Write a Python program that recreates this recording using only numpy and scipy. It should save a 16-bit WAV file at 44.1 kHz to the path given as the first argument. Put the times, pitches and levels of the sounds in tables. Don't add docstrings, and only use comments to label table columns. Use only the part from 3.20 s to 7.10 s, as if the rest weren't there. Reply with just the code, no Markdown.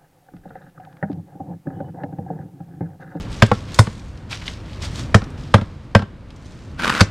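import sys
import numpy as np
from scipy import signal
from scipy.fft import rfft, irfft
from scipy.io import wavfile

SR = 44100
rng = np.random.default_rng(int(sys.argv[2]) if len(sys.argv) > 2 else 0)


def wrap_up_sound(samples):
    columns = np.atleast_2d(samples).T
    tamed = np.clip(columns, -1, 1)
    steps = np.round(tamed * 32767).astype(np.int16)
    wavfile.write(sys.argv[1], SR, steps)


N = 171990
TIME = np.arange(N) / SR
AGE = np.arange(SR // 3) / SR


def undb(db):
    return 10 ** (np.asarray(db) / 20)


def unit(x):
    return x / np.sqrt(np.mean(x ** 2))


def add(out, start, x):
    i = max(int(start * SR), 0)
    out[i:i + len(x)] += x[:max(N - i, 0)]


def short_noise():
    return rng.standard_normal(len(AGE))


def fade_in(seconds):
    return 1 - np.exp(-AGE / seconds)


def die_away(t60):
    return np.exp(-np.log(1000) * AGE / t60)


def curve(points):
    seconds, value = np.array(points).T
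    return np.interp(TIME, seconds, value)


def band(x, hz, spread=1.4, order=2):
    spread = max(spread, 1.05)
    edges = [min(hz / spread, SR * .4), min(hz * spread, SR * .47)]
    return unit(signal.sosfilt(signal.butter(order, edges, "band", fs=SR, output="sos"), x))


def soften(x, hz):
    return signal.sosfilt(signal.butter(3, hz, fs=SR, output="sos"), x)


def colour(x, points):
    hz, db = np.array(points).T
    f = np.maximum(np.fft.rfftfreq(len(x), 1 / SR), 1)
    gain = undb(np.interp(np.log(f), np.log(hz), db))
    return unit(irfft(rfft(x) * gain, len(x)))


GRIT_DB = 3.5


def grains(count, size=40):
    luck = np.clip(rng.standard_normal(count // size + 1), -2, 2)
    strength = np.repeat(undb(GRIT_DB * luck), size)[:count]
    return unit(strength * rng.standard_normal(count))


def ring(hz, t60):
    return np.sin(2 * np.pi * hz * AGE) * die_away(t60)


MODE_SCATTER_DB, PITCH_SCATTER = 4.2, 0.0094


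def strike(modes, ratio):
    chance = rng.standard_normal((len(modes), 2))
    out = np.zeros(len(AGE))
    sign = 1
    for (hz, db, t60), (level_luck, pitch_luck) in zip(modes, chance):
        pitch = hz * ratio * (1 + PITCH_SCATTER * pitch_luck)
        out += sign * undb(db + MODE_SCATTER_DB * level_luck) * ring(pitch, t60)
        sign = -sign
    return out


CLACK_DB, CLACK_HZ, CLACK_S = -2, 1230, .006
# pitch in Hz, level in dB, time to die away by 60 dB in seconds.
BLOCK_TONES = [(490, -14, .045), (550, -5, .05), (645, -11, .045), (900, -8, .04), (1060, -9, .04),
               (1170, -8, .035), (1265, -7, .04), (1440, -12, .035), (1515, -4, .055), (1670, -17, .04),
               (2120, -15, .035), (2470, -15, .035)]


def knock(ratio):
    clack = band(short_noise(), CLACK_HZ, spread=1.55) * np.exp(-AGE / CLACK_S) * fade_in(0.00094)
    return strike(BLOCK_TONES, ratio) + undb(CLACK_DB) * clack


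# pitch in Hz, level in dB, time to die away by 60 dB in seconds.
BLADE_TONES = [(1590, -19, .22), (2030, -20, .22), (3250, 0, .04), (3612, 0, .045), (4500, -1, .04),
               (5130, 3, .04), (5330, 1, .04), (6280, -5, .035), (7270, -2, .035), (8800, -5, .03)]


def blade():
    return strike(BLADE_TONES, 1)


CRUNCH_TAIL_DB, CRUNCH_TAIL_S = -18, 0.03


def crunch(hz, peak_s):
    u = AGE / peak_s
    burst = u * np.exp(1 - u)
    tail = undb(CRUNCH_TAIL_DB) * np.exp(-AGE / CRUNCH_TAIL_S)
    return band(grains(len(AGE)), hz, spread=1.524) * (burst + tail)


THUMP_LAG_S, PUSH_S = .0048, 0.0023
BOARD_T60_S, UPPER_T60_S = 0.097, 0.0705
BOARD_UPPER_RATIO = 1.996


def thump(hz, upper_db):
    low = ring(hz, BOARD_T60_S)
    upper = undb(upper_db) * ring(hz * BOARD_UPPER_RATIO, UPPER_T60_S)
    thud = undb(-12) * band(short_noise(), hz=220, spread=2.6) * np.exp(-AGE / .012)
    return (low - upper + thud) * fade_in(PUSH_S)


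CRUNCH_PEAK_S = .0036
# start in seconds, knock level in dB, knock pitch ratio, thump level in dB, thump pitch in Hz,
# level of the board's upper tone in dB, crunch level in dB, crunch centre in Hz, blade level in dB.
BLOW_LIST = [(0.2212, -4.5, 1.03, 3, 111, -4, -10.5, 2760, -26),
             (0.5889, -3, .96, 5, 107.7, -11.5, -13.5, 5950, -14),
             (1.944, 1.5, 1.0, 4, 103.3, -2, -15.5, 4180, -26),
             (2.34, -0.5, 1.013, 3, 104, -4, -15.5, 2650, -27),
             (2.7497, -1.5, 1.03, 3, 101.7, -3.5, -17.5, 2845, -24.5),
             (3.8067, -3.5, 0.93, 1, 97, -3.5, -12, 3700, -17)]


def blows():
    out = np.zeros(N)
    for (start, knock_db, ratio, thump_db, thump_hz, upper_db,
         crunch_db, crunch_hz, blade_db) in BLOW_LIST:
        hit = undb(knock_db) * knock(ratio)
        hit += undb(crunch_db) * crunch(crunch_hz, CRUNCH_PEAK_S)
        hit += undb(blade_db) * blade()
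        add(out, start, hit)
        add(out, start + THUMP_LAG_S, undb(thump_db) * thump(thump_hz, upper_db))
    return out


BOUNCE_HZ, BOUNCE_UPPER_DB, BOUNCE_CRUNCH_S = 105, 0.5, .0015
# start in seconds, knock level in dB, pitch in Hz above which the knock is softened,
# thump level in dB, crunch level in dB.
BOUNCE_LIST = [(0.3151, -7, 1380, -8.5, -26), (0.67, -25.5, 2480, -18, -30.5), (2.018, -33, 1980, -21, -35),
               (2.381, -24, 1600, -15, -34), (2.412, -26.5, 2050, -15.5, -31.5),
               (2.792, -26, 2500, -16.5, -31.5), (2.8214, -25.5, 2000, -19, -35)]


def bounces():
    out = np.zeros(N)
    for start, knock_db, top_hz, thump_db, crunch_db in BOUNCE_LIST:
        hit = undb(knock_db) * soften(knock(0.9), top_hz)
        hit += undb(crunch_db) * crunch(hz=3100, peak_s=BOUNCE_CRUNCH_S)
        add(out, start, hit)
        add(out, start + THUMP_LAG_S, undb(thump_db) * thump(BOUNCE_HZ, BOUNCE_UPPER_DB))
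    return out


SNAP_S, SNAP_ATTACK_S = .004, .0005
# start in seconds, level in dB, centre pitch in Hz.
SNAP_LIST = [(0.263, -26, 5260), (.544, -22, 5300), (0.794, -38, 4100), (.974, -40, 3910),
             (1.128, -17.5, 2315), (1.279, -18.5, 2550), (1.531, -34, 3300), (1.984, -35.5, 3080),
             (2.040, -34.5, 4240), (2.102, -44.5, 5940), (3.104, -37.5, 3120), (3.162, -44, 5030),
             (3.259, -43, 4250)]


def snaps():
    out = np.zeros(N)
    for start, db, hz in SNAP_LIST:
        snap = band(short_noise(), hz, spread=1.51) * np.exp(-AGE / SNAP_S) * fade_in(SNAP_ATTACK_S)
        add(out, start, undb(db) * snap)
    return out


SCRAPE_BODY_DB, SCRAPE_BODY_HZ = -4, 1400
SCALE_TICK_DB, SCALE_TICKS_PER_S = 9, 90
# time of the peak in seconds, rise in seconds, fall in seconds, level in dB, centre in Hz.
SCRAPE_LIST = [(.01, 0.017, 0.036, -41.5, 4200), (0.134, .035, 0.24, -40.5, 4230),
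               (.35, 0.034, 0.039, -42.5, 4170), (.49, 0.021, 0.12, -44, 3400),
               (0.557, 0.03, 0.15, -39.5, 5000), (.78, 0.034, 0.02, -79, 4930),
               (1.124, 0.019, 0.044, -30, 3700), (1.225, 0.0083, 0.0076, -37.5, 2200),
               (1.284, 0.033, 0.059, -36.5, 3800), (1.52, 0.084, 0.22, -49, 3850),
               (1.647, 0.026, 0.027, -29.5, 4040), (1.797, 0.06, 0.039, -34, 4440),
               (2.18, 0.0067, 0.27, -48.5, 3900), (3.36, 0.2, 0.23, -54, 4410)]


def scraping():
    out = np.zeros(N)
    body = undb(SCRAPE_BODY_DB) * band(grains(N), SCRAPE_BODY_HZ, spread=3.1)
    tick_starts = rng.random(N) < SCALE_TICKS_PER_S / SR
    ticks = np.convolve(tick_starts, np.exp(-np.arange(200) / 35))[:N]
    for peak, rise, fall, db, hz in SCRAPE_LIST:
        before, after = np.minimum(TIME - peak, 0), np.maximum(TIME - peak, 0)
        swell = np.exp(-(before / rise) ** 2 - after / fall)
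        grit = rng.standard_normal(N) * (1 + undb(SCALE_TICK_DB) * ticks)
        out += undb(db) * swell * (band(grit, hz, spread=1.533) + body)
    return out


RASP_FLUTTER_DB, RASP_SLIP_S, CATCH_S = 2.2, .004, .002
# time in seconds, level in dB.
RASP_LEVEL = [(3.575, -53), (3.595, -29), (3.635, -24), (3.68, -20.5), (3.72, -23.5), (3.78, -23.5),
              (3.803, -20), (3.815, -5.5), (3.84, -100)]
# time in seconds, extra level in dB.
RASP_CATCHES = [(3.622, 7), (3.647, 13), (3.678, 9), (3.697, 10), (3.7015, 11), (3.750, 5)]
# pitch in Hz, level in dB.
RASP_SPECTRUM = [(59, -41), (100, -19), (227, -3), (399, -14), (472, -11), (764, -12), (1460, 0.5),
                 (1840, -8), (2420, -8.5), (5480, -18), (12400, -34), (15000, -39)]


def rasp():
    seconds, level = np.array(RASP_LEVEL).T
    db = np.interp(TIME, seconds, level, left=-200, right=-200)
    slips = np.arange(0, TIME[-1], RASP_SLIP_S)
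    db = db + RASP_FLUTTER_DB * np.interp(TIME, slips, rng.standard_normal(len(slips)))
    for when, catch_db in RASP_CATCHES:
        db = db + catch_db * np.exp(-((TIME - when) / CATCH_S) ** 2)
    return undb(db) * colour(grains(N, size=70), RASP_SPECTRUM)


# centre pitch in Hz, level in dB, time to die away by 60 dB in seconds.
YARD_BANDS = [(150, -73, 0.45), (417, -25, 0.53), (1300, -21.5, 0.36), (2780, -19.5, 0.29),
              (6940, -9.5, 0.14)]


def yard(x):
    tail = np.zeros(len(AGE))
    for hz, db, t60 in YARD_BANDS:
        tail += undb(db) * band(short_noise(), hz) * die_away(t60) * np.sqrt(hz / t60)
    return signal.fftconvolve(x, 5 * tail * fade_in(0.002) / SR)[:N]


# pitch in Hz, level in dB.
AIR_SPECTRUM = [(15, -49.5), (25, -7), (90, -3), (207, -13), (286, -16), (450, -25), (488, -22), (529, -23),
                (790, -29.5), (978, -28), (1350, -30.5), (1810, -33), (4750, -42), (15000, -63)]
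# time in seconds, level in dB.
AIR_LOUDNESS = [(0, -29), (.45, -33), (.9, -37), (1.4, -34), (1.8, -30), (2.2, -32.5), (2.6, -38.5),
                (3.05, -39.5), (3.4, -38), (3.9, -32)]


def air():
    return colour(rng.standard_normal(N), AIR_SPECTRUM) * undb(curve(AIR_LOUDNESS))


YARD_WIDTH, RASP_WIDTH, AIR_WIDTH = 0.94, 0.36, .12
# time in seconds, share of full width.
STEREO_OPENING = [(0, 0.058), (2.1, 0.034), (2.6, 0.29), (3.3, 1), (3.9, 0.39)]


def scene():
    near = blows() + bounces() + snaps() + scraping() + rasp()
    side = YARD_WIDTH * yard(near) + RASP_WIDTH * rasp() + AIR_WIDTH * air()
    side = side * curve(STEREO_OPENING)
    middle = near + yard(near) + air()
    return middle + side * np.array([[1], [-1]])


CLIP_KNEE, TOP_HZ = 17, 15500
# pitch in Hz, level in dB.
MIC_COLOUR = [(0, 1.5), (6000, -4), (9000, -2), (10500, -6), (14000, -4.5), (15500, -27)]


def record(dry):
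    hz, db = np.array(MIC_COLOUR).T
    gain = undb(np.interp(np.fft.rfftfreq(2 * N, 1 / SR), hz, db))
    heard = irfft(rfft(dry, 2 * N) * gain)[:, :N]
    clipped = heard / (1 + np.abs(heard) ** CLIP_KNEE) ** (1 / CLIP_KNEE)
    return signal.sosfilt(signal.ellip(10, .1, 80, TOP_HZ, fs=SR, output="sos"), clipped)


dry = scene()
out = record(dry)
wrap_up_sound(out)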